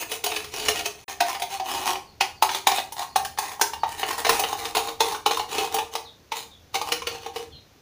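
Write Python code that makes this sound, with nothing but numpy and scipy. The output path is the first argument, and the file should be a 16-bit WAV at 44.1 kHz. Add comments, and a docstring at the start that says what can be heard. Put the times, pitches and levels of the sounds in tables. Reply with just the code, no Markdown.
"""Utensil in a tin can

A steel utensil scrapes and knocks inside an open tin can held over a steel mixing bowl, in a small
kitchen. Each contact rattles the thin wall, rings the can's end and sounds the air inside; the bowl
rings along and the hard walls answer. The hand turns the can, shifting its pitch and colour.
A dull rumble swells and fades in the background. A small bird chirps faintly outside the window."""
import sys
import numpy as np
from scipy import signal
from scipy.fft import rfft, irfft, next_fast_len
from scipy.io import wavfile
from scipy.ndimage import uniform_filter1d

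SR = 44100
rng = np.random.default_rng(int(sys.argv[2]) if len(sys.argv) > 2 else 0)


def generate_wav(sig):
    """Save sig (samples, or channels by samples) to the path in sys.argv[1] as 16-bit PCM at SR."""
    pcm = np.round(np.clip(np.atleast_2d(sig).T, -1, 1) * 32767).astype(np.int16)
    wavfile.write(sys.argv[1], SR, pcm)


N = 344421


def amp(db):
    """Decibels to gain."""
    return 10 ** (np.asarray(db) / 20)


def unit(x):
    """Scale to rms 1."""
    return x / np.sqrt(np.mean(x ** 2) + 1e-20)


def onset_unit(x, size=700):
    """Scale so that the attack has rms 1."""
    return x / np.sqrt(np.mean(x[:size] ** 2) + 1e-20)


def along(points, hz):
    """Read (Hz, value) points on a log axis."""
    freqs, values = np.transpose(points)
    return np.interp(np.log(hz + 1), np.log(freqs), values)


def at(rows, s):
    """The columns of a curve at time s."""
    times, *cols = np.transpose(rows)
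    return [np.interp(s, times, col) for col in cols]


def filtered(x, gain):
    """Apply a gain that depends on frequency."""
    size = x.shape[-1]
    padded = next_fast_len(size + 8192)
    return irfft(rfft(x, padded) * gain(np.fft.rfftfreq(padded, 1 / SR)), padded)[..., :size]


def coloured(x, spectrum):
    """x shaped by the given spectrum, at rms 1."""
    return unit(filtered(x, lambda hz: amp(along(spectrum, hz))))


def resonate(x, hz, t60):
    """One mode driven by x, gain 1 at its centre."""
    decay = np.exp(-np.log(1000) / (t60 * SR))
    return 2 * signal.lfilter([1 - decay], [1, -decay * np.exp(2j * np.pi * hz / SR)], x).real


def add(track, s, sound):
    """Mix a sound into the track at time s."""
    part = track[max(round(s * SR), 0):][:len(sound)]
    part += sound[:len(part)]


def stick_slip(size, per_s=170, spread_db=5.0, slip_t60=0.011, smooth=0.33):
    """Steel sticks and slips: short bursts of uneven size over a smooth rub."""
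    kicks = (rng.random(size) < per_s / SR) * amp(spread_db * np.clip(rng.standard_normal(size), -2, 2))
    power = signal.lfilter([1], [1, -np.exp(-2 * np.log(1000) / (slip_t60 * SR))], kicks ** 2)
    return unit(np.sqrt(unit(power) + smooth) * rng.standard_normal(size))


def contact_colour(spectrum, ripple_db, slope=0):
    """Each point of contact favours different modes; slope tilts the treble in dB per octave."""
    hz = np.union1d(np.geomspace(100, 16000, 70), np.transpose(spectrum)[0])
    tilt = slope * np.maximum(np.log2(hz / 2500), 0)
    ripple = ripple_db * np.clip(rng.standard_normal(len(hz)), -2, 2)
    return np.transpose([hz, along(spectrum, hz) + tilt + ripple])


# The wall's standout rings. Each row: pitch in Hz before tuning, level in dB, t60 in seconds.
WALL_MODES = [(1623, -0.5, 0.038), (1830, 1.5, 0.03), (2220, -1.5, 0.031), (2544, 8, 0.022),
              (2946, 6.5, 0.028), (3734, 4, 0.016), (4160, -2, .015)]
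# The contact travels round the wall. Each row: time in seconds, favoured pitch in Hz.
CONTACT_SPOT = [(0.3, 2530), (0.7, 2980), (1.2, 1800), (1.7, 2810), (2.4, 2120), (2.6, 4040), (3.0, 3625),
                (3.15, 1654), (3.6, 1755), (4.3, 1888), (4.449, 3620), (5.3, 3763), (5.599, 2620),
                (6.35, 3720), (6.749, 3860), (6.9, 2870)]
def wall_modes(s, spread_octaves=0.17):
    """The contact at time s brings out the wall modes near its favoured pitch."""
    favoured, = at(CONTACT_SPOT, s)
    return [(hz, db - min(4 * (np.log2(hz / favoured) / spread_octaves) ** 2, 20), t60)
            for hz, db, t60 in WALL_MODES]


def rubbed(modes, tuning, force):
    """Friction keeps a set of modes singing; tuning multiplies their pitches."""
    return unit(sum(amp(db) * np.sqrt(t60) * resonate(force, pitch * tuning, t60)
                    for pitch, db, t60 in modes))


# The ring of the can's end. 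Each row: multiple of the end pitch, level in dB, t60 in seconds.
END_MODES = [(0.9, -12, 0.089), (0.999, 4, 0.071), (1.12, -1.5, 0.027), (1.301, -3.5, 0.047),
             (1.418, -14.5, 0.087)]
# The hollow air in can and bowl. Each row: multiple of the air pitch, level in dB, t60 in seconds.
AIR_MODES = [(0.71, -9.5, 0.042), (0.84, -13, 0.19), (1, 10, 0.12), (1.17, -15, 0.058)]
# The rasp of the thin wall's crowded modes. Each row: frequency in Hz, level in dB.
WALL_COLOUR = [(100, -12), (300, -3.5), (550, -1), (750, -1), (1250, 4), (1550, -2), (1900, 3), (2800, 5),
               (4000, 4.5), (5200, 1.5), (6600, 1.5), (7500, -10), (10000, -37.5)]
# The bright fizz on top. Each row: frequency in Hz, level in dB.
FIZZ_COLOUR = [(4000, -27), (6500, 3), (7600, 2), (8500, 5), (10000, 9), (11500, 2), (13800, -4.5),
               (14700, 10), (15250, 12), (15600, -2.5)]
# Grip and utensil depth retune the can. 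Each row: time in seconds, end pitch in Hz, air pitch in Hz.
GRIP_TUNING = [(0, 695, 439), (0.9, 700, 416.4), (1.2, 758, 383.5), (1.8, 815, 377), (2.6, 825, 391.3),
               (4.2, 815, 445.8), (5.7, 798, 448), (6.9, 796, 469.2), (7.5, 799, 444.3)]
# The balance as the can turns. Each row: time in seconds, then air, end and fizz trims in dB.
TURN_BALANCE = [(0, -4, -7, 0.5), (0.8, -4.5, -7.5, -8.5), (1.2, -15, -2, -4.5), (1.85, -4.5, 6, -5),
                (2.2, -15.5, -4, -17), (2.7, -14, -12.5, -3), (3.1, -16, 12, -5.5), (3.8, -8.5, -4, -1.5),
                (4.1, -3, 3, -2), (5.0, -0.5, 6, -3.5), (5.35, -3.5, -4, -6), (5.65, 4, 4, -8),
                (6.4, -11.5, -7.5, -4), (6.85, -5.5, 9.5, -4), (7.1, -0.5, -2, -16), (7.4, 7, -5, -9)]
# The scraping strokes. Each row: start in seconds, length in seconds, level in dB.
STROKES = [(0, 0.039, -29.5), (0.085, 0.099, -34.5), (0.229, 0.23, -37), (0.412, 0.11, -48),
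           (0.508, 0.2, -33), (0.627, 0.11, -32.5), (0.739, 0.086, -28.5), (0.841, 0.038, -30.5),
           (0.932, 0.14, -52.5), (1.067, 0.081, -35.5), (1.242, 0.14, -35.5), (1.49, 0.098, -34),
           (1.639, 0.17, -33.5), (1.738, 0.14, -36), (1.84, 0.113, -29.5), (2.49, 0.11, -31.5),
           (2.727, 0.089, -29.5), (2.957, 0.11, -37), (3.387, 0.18, -38), (3.853, 0.16, -44),
           (3.97, 0.071, -34.5), (4.045, 0.137, -35.5), (4.165, 0.077, -36), (4.253, 0.22, -32.5),
           (4.456, 0.11, -39), (4.554, 0.18, -39), (4.745, 0.079, -31.5), (4.8, 0.15, -40),
           (4.99, 0.2, -36), (5.262, 0.19, -37.5), (5.479, 0.13, -34), (5.54, 0.15, -32.5),
           (5.708, 0.115, -34), (5.913, 0.06, -40.5), (6.328, 0.12, -37), (6.729, 0.08, -42.5),
           (6.848, 0.093, -40.5), (7.07, 0.13, -39.5), (7.185, 0.13, -45.5), (7.329, 0.12, -41.5)]
def scrapes(wall_db=-2, fizz_db=-2, end_db=-4, air_db=-4.5, mode_db=-8, rise_share=0.38, patch_s=0.044):
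    """Each stroke drags steel over the wet tin and drives wall, end and enclosed air."""
    out = np.zeros(N)
    for start, length, db in STROKES:
        rise = rise_share * length
        air_trim, end_trim, fizz_trim = at(TURN_BALANCE, start + rise)
        end_hz, air_hz = at(GRIP_TUNING, start + rise)
        t = np.arange(int(length * SR) + SR // 5) / SR
        pressure = np.interp(t, [0, rise, length], [0, 1, 0]) ** 0.77
        force = pressure * stick_slip(len(t))
        # the contact slides on to a new patch of wall, and the colour shifts with it
        patches = [force * np.maximum(1 - abs(t - centre) / patch_s, 0)
                   for centre in np.arange(0, length + patch_s, patch_s)]
        rasp = unit(sum(patch.std() * coloured(patch, contact_colour(WALL_COLOUR, ripple_db=6.0))
                        for patch in patches))
        ring = amp(mode_db) * rubbed(wall_modes(start + rise), 0.99, force)
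        fizz = amp(fizz_trim + fizz_db) * coloured(force, contact_colour(FIZZ_COLOUR, ripple_db=-1.5))
        end = amp(end_trim + end_db) * rubbed(END_MODES, end_hz, force)
        air = amp(air_trim + air_db) * rubbed(AIR_MODES, air_hz, force)
        add(out, start, amp(db) * force.std() * (amp(wall_db) * rasp + ring + fizz + end + air))
    return out


def struck(modes, tuning, t, damping):
    """Each blow rings the modes at new strengths, slightly retuned by the point of contact."""
    ring = np.zeros(len(t))
    for pitch, db, t60 in modes:
        envelope = amp(db + rng.normal(0, 3.3) - 60 * t * damping / t60)
        hz = tuning * pitch * rng.normal(1, 0.0098)
        ring += envelope * np.sin(2 * np.pi * (hz * t + rng.random()))
    return onset_unit(ring * (1 - np.exp(-t / 0.00075)))


def chatter(spectrum, t, hold_s=0.0059, t60=0.061):
    """Steel chatters on the tin: a noise burst that holds for a moment, then dies away."""
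    envelope = amp(-60 * np.maximum(t - hold_s, 0) / t60) * (1 - np.exp(-t / 0.00009))
    return onset_unit(envelope * coloured(rng.standard_normal(len(t)), spectrum))


def taps(per_s=6, tap_db=-3, spread_db=3, sharpen=0.199):
    """The utensil catches lightly at random in mid-stroke; rows as in KNOCKS."""
    rows = []
    for start, length, db in STROKES:
        for chance, place, size, detune in rng.random((4, 4)):
            if chance < per_s * length / 4:
                s = start + length * (place + 0.5) / 2
                _, end_trim, fizz_trim = at(TURN_BALANCE, s)
                end_hz = at(GRIP_TUNING, s)[0] * (1 + sharpen * detune)
                rows.append((s, db + tap_db + spread_db * (2 * size - 1), end_hz, end_trim, fizz_trim))
    return rows


# How tightly the hand holds the can. Each row: time in seconds, multiple of the end's decay rate.
HAND_DAMPING = [(0.7, 0.37), (1.2, 0.46), (1.6, 0.49), (2.2, 2.6), (2.7, 2.9), (3.8, 3.2), (5.0, 0.96),
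                (7.0, 1.7)]
# The firm knocks. Each row: start in seconds, level in dB, end pitch in Hz, end and fizz trims in dB.
KNOCKS = [(0.025, -33.5, 713, -7, -38), (0.116, -29, 717, -14, -5.5), (0.24, -24.5, 810, -6, -1.5),
          (0.262, -25.5, 685, -0.5, -5), (0.317, -27, 850, -6, -26), (0.363, -25.5, 815, -15, -11),
          (0.443, -35.5, 815, -27, -9), (0.538, -32.5, 900, -12, -12), (0.684, -17, 706, -11, -8),
          (0.857, -25, 715, -17, -7), (1.081, -35.5, 791, 0, -16), (1.205, -19.5, 714, 4, -10),
          (1.292, -33, 1016, 4, -5), (1.349, -31.5, 807, 0, -18), (1.398, -36, 704, 1.5, -4),
          (1.42, -26.5, 721, 2.5, -6), (1.598, -34, 742, 10.5, -13), (1.865, -32, 813, 8.5, -2),
          (1.956, -32.5, 790, 3, -18), (2.208, -17, 785, -2, -12.5), (2.424, -18, 860, 7, -5.5),
          (2.491, -25.5, 950, -0.5, -18), (2.547, -26.5, 886, 0, -6.5), (2.67, -15, 810, 2, -6.5),
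          (2.716, -24, 754, 2, -12.5), (2.783, -26.5, 775, 3, -30), (2.922, -37.5, 870, 2.5, 1),
          (3.159, -22, 842, 9.5, -4.5), (3.249, -29, 730, -6, -5), (3.375, -35.5, 878, 0, -14),
          (3.386, -25, 864, 4.5, -3.5), (3.596, -43, 850, 15, -1), (3.613, -16.5, 872, -1.5, -4),
          (3.734, -32.5, 890, 5.5, -9), (3.834, -31.5, 873, 16.5, -18), (4.031, -22.5, 785, -0.5, -23),
          (4.107, -31, 1070, 7, -17), (4.18, -36, 1027, 7.5, 2.5), (4.248, -20.5, 809, -5, -12),
          (4.266, -23.5, 693, 3.5, -11), (4.293, -17, 1020, 4, -4), (4.395, -25.5, 773, 3.5, 1.5),
          (4.437, -23, 866, -1.5, -19), (4.528, -33, 833, 9.5, -7), (4.653, -28.5, 842, -3, -12),
          (4.75, -25, 1025, 2, -4.5), (4.768, -23, 800, 4, -8.5), (4.885, -31.5, 880, -8, -19),
          (5.005, -17.5, 890, 2, -9.5), (5.121, -34, 845, 8.5, -4.5), (5.147, -34, 1148, 6, -12),
          (5.261, -18, 817, 3, -11.5), (5.31, -22.5, 825, 2.5, -12.5), (5.371, -32, 993, 10.5, -4),
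          (5.395, -27.5, 846, 5.5, -15), (5.582, -23, 760, -4.5, -11), (5.743, -31.5, 805, 11, 5),
          (5.786, -26.5, 874, 5.5, -12.5), (5.953, -27, 872, 2.5, -8), (6.319, -28, 879, 5, -13.5),
          (6.743, -27.5, 857, 1.5, -8), (6.753, -23.5, 795, -3, -12.5), (6.814, -30, 860, 7.5, -8),
          (6.92, -19.5, 1080, -17, -9), (7.02, -35, 1041, 3.5, -13.5), (7.07, -24, 1100, -25, -12),
          (7.262, -36.5, 826, 8, -13), (7.36, -33, 807, 2, -11)]
def knocks(end_db=-5, air_db=-6, wall_db=-3, fizz_db=-2, mode_db=-10, graze_db=-11.5, graze_s=0.008,
           usual_knock_db=-30, usual_fizz_db=-8):
    """The utensil grazes the tin, then strikes it; the hand damps the ring of the end."""
    out, t = np.zeros(N), np.arange(SR // 5) / SR
    approach = np.linspace(0, 1, int(graze_s * SR)) ** 2
    for s, db, end_hz, end_trim, fizz_trim in list(KNOCKS) + taps():
        air_hz = at(GRIP_TUNING, s)[1] * (1 + 0.02 * rng.standard_normal())
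        # a hard blow gains less in the air than in the wall
        air_trim = at(TURN_BALANCE, s)[0] - 0.15 * (db - usual_knock_db)
        end = amp(end_trim + end_db) * struck(END_MODES, end_hz, t, damping=at(HAND_DAMPING, s)[0])
        air = amp(air_trim + air_db) * struck(AIR_MODES, air_hz, t, damping=0.9)
        slope = 0.43 * (fizz_trim - usual_fizz_db)  # a blow cushioned by the wet contents is dull
        clack = amp(wall_db) * chatter(contact_colour(WALL_COLOUR, ripple_db=4.0, slope=slope), t)
        ring = amp(mode_db) * struck(wall_modes(s), 0.99, t, damping=1)
        fizz = amp(fizz_trim + fizz_db) * chatter(FIZZ_COLOUR, t)
        add(out, s, amp(db) * (end + air + clack + ring + fizz))
        graze = approach * coloured(rng.standard_normal(len(approach)), WALL_COLOUR)
        add(out, s - graze_s, amp(db + graze_db) * graze)
    return out


# The bowl's ring. Each row: pitch in Hz, relative level in dB, t60 in seconds.
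BOWL_MODES = [(319.4, 7.5, 0.21), (469, -4, 0.28), (647, -11, 0.48), (725, 4.5, 0.2), (778.7, 7.5, 0.14),
              (824, -30, 0.32), (913, 4.5, 0.23), (852, -3, 0.42), (1088, -0.5, 0.077)]
def bowl(can):
    """The steel bowl rings in sympathy with the can."""
    return sum(amp(db) * resonate(can, hz, t60) for hz, db, t60 in BOWL_MODES)


# The kitchen's short tail. Each row: frequency in Hz, t60 in seconds.
KITCHEN_DECAY = [(150, 0.4), (800, 0.34), (3000, 0.28), (7000, 0.32), (15000, 0.28)]
def kitchen(x, patterns=20, delay_s=0.007):
    """Hard walls answer; the echo pattern changes as the hands and can move."""
    out, step = np.zeros(N), N // patterns + 1
    for start in range(0, N, step):
        hz, t, noise = signal.stft(rng.standard_normal(SR // 2), SR, nperseg=256)
        decay = amp(-60 * t / along(KITCHEN_DECAY, hz)[:, None])
        tail = signal.istft(noise * decay, SR, nperseg=256)[1]
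        echoes = signal.fftconvolve(x[start:start + step], tail / np.linalg.norm(tail))
        add(out, start / SR + delay_s, echoes)
    return out


# The room tone's colour. Each row: frequency in Hz, relative level in dB.
ROOM_COLOUR = [(20, -45), (45, -7), (86, -4), (107, -2), (125, -7.5), (280, -10), (500, -10.5),
               (900, -16.5), (1500, -20), (6300, -22), (8000, -34.5), (13500, -31.5), (15000, -29.5)]
def room_tone(db=-56):
    """The still room: a faint, steady bed of noise."""
    return amp(db) * coloured(rng.standard_normal(N), ROOM_COLOUR)


# The rumble's swells. Each row: time in seconds, level in dB.
RUMBLE_SWELLS = [(0.0, -60), (0.48, -53.5), (0.72, -45), (0.91, -58), (1.72, -60), (1.78, -46), (1.91, -55),
                 (3.13, -60), (3.2, -47), (3.5, -64), (3.81, -52.5), (5.85, -54.5), (5.89, -67), (7.2, -52),
                 (7.37, -65), (7.57, -48.5), (7.64, -65), (7.81, -62)]
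# Its dull colour. Each row: frequency in Hz, relative level in dB.
RUMBLE_COLOUR = [(20, -20), (45, -9.5), (66, -15), (73, 3), (83, -3), (105, -8.5), (170, -13.5), (300, -20),
                 (900, -67.5)]
def low_rumble(trim_db=-1):
    """A faint, dull background rumble that swells and fades irregularly."""
    db, = at(RUMBLE_SWELLS, np.arange(N) / SR)
    return amp(db + trim_db) * coloured(rng.standard_normal(N), RUMBLE_COLOUR)


# The bird's calls. Each row: start in seconds, opening pitch in Hz, relative level in dB.
CHIRPS = [(2.048, 4800, -48), (2.344, 4940, -47), (3.07, 4900, -45), (3.78, 4850, -41), (6.013, 4770, -49),
          (6.04, 4060, -38), (6.496, 3860, -43), (7.5, 3575, -43), (7.515, 4360, -40)]
def bird(chirp_s=0.067, fall_hz_per_s=9900, waver=0.04):
    """Each chirp is a short downward whistle with a slightly unsteady pitch."""
    out, progress = np.zeros(N), np.linspace(0, 1, int(chirp_s * SR))
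    for s, start_hz, db in CHIRPS:
        unsteady = np.interp(progress, np.linspace(0, 1, 20), rng.standard_normal(20))
        hz = (start_hz - fall_hz_per_s * chirp_s * progress) * (1 + waver * unsteady)
        add(out, s, amp(db) * np.sin(np.pi * progress) * np.sin(2 * np.pi * np.cumsum(hz) / SR))
    return out


# Stereo width in the treble. Each row: frequency in Hz, side gain in dB.
WIDTH = [(4000, -55), (5000, -27), (8000, -21), (12000, -17)]
def scene(bowl_db=-7, room_db=-5, bird_db=-8, bird_room_db=-6, low_cut_hz=230):
    """Can, bowl and distant bird in the room; only the treble differs between left and right."""
    # a small can radiates hardly any bass
    can = signal.lfilter(*signal.butter(2, low_cut_hz, "high", fs=SR), knocks() + scrapes())
    metal = can + amp(bowl_db) * bowl(can)
    chirps = bird()
    echoes = kitchen(amp(room_db) * metal + amp(bird_room_db) * chirps)
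    mid = metal + amp(bird_db) * chirps + echoes + room_tone() + low_rumble()
    # a slightly delayed copy and echoes give the treble a little stereo width
    delayed_copy = np.pad(metal, (SR // 700, 0))[:N]
    side = filtered(delayed_copy + kitchen(amp(room_db) * metal), lambda hz: amp(along(WIDTH, hz)))
    return np.array([mid + side, mid - side])


# A blink of silence: start and end in seconds.
SILENCE = (1.043, 1.080)
TOP_HZ = 15480
def record(dry):
    """The sound cuts out for an instant, and the treble stops at TOP_HZ."""
    t = np.arange(N) / SR
    gate = uniform_filter1d(1.0 * ((t < SILENCE[0]) | (t > SILENCE[1])), size=40)
    return filtered(dry * gate, lambda hz: hz < TOP_HZ)


dry = scene()
out = record(dry)
generate_wav(out)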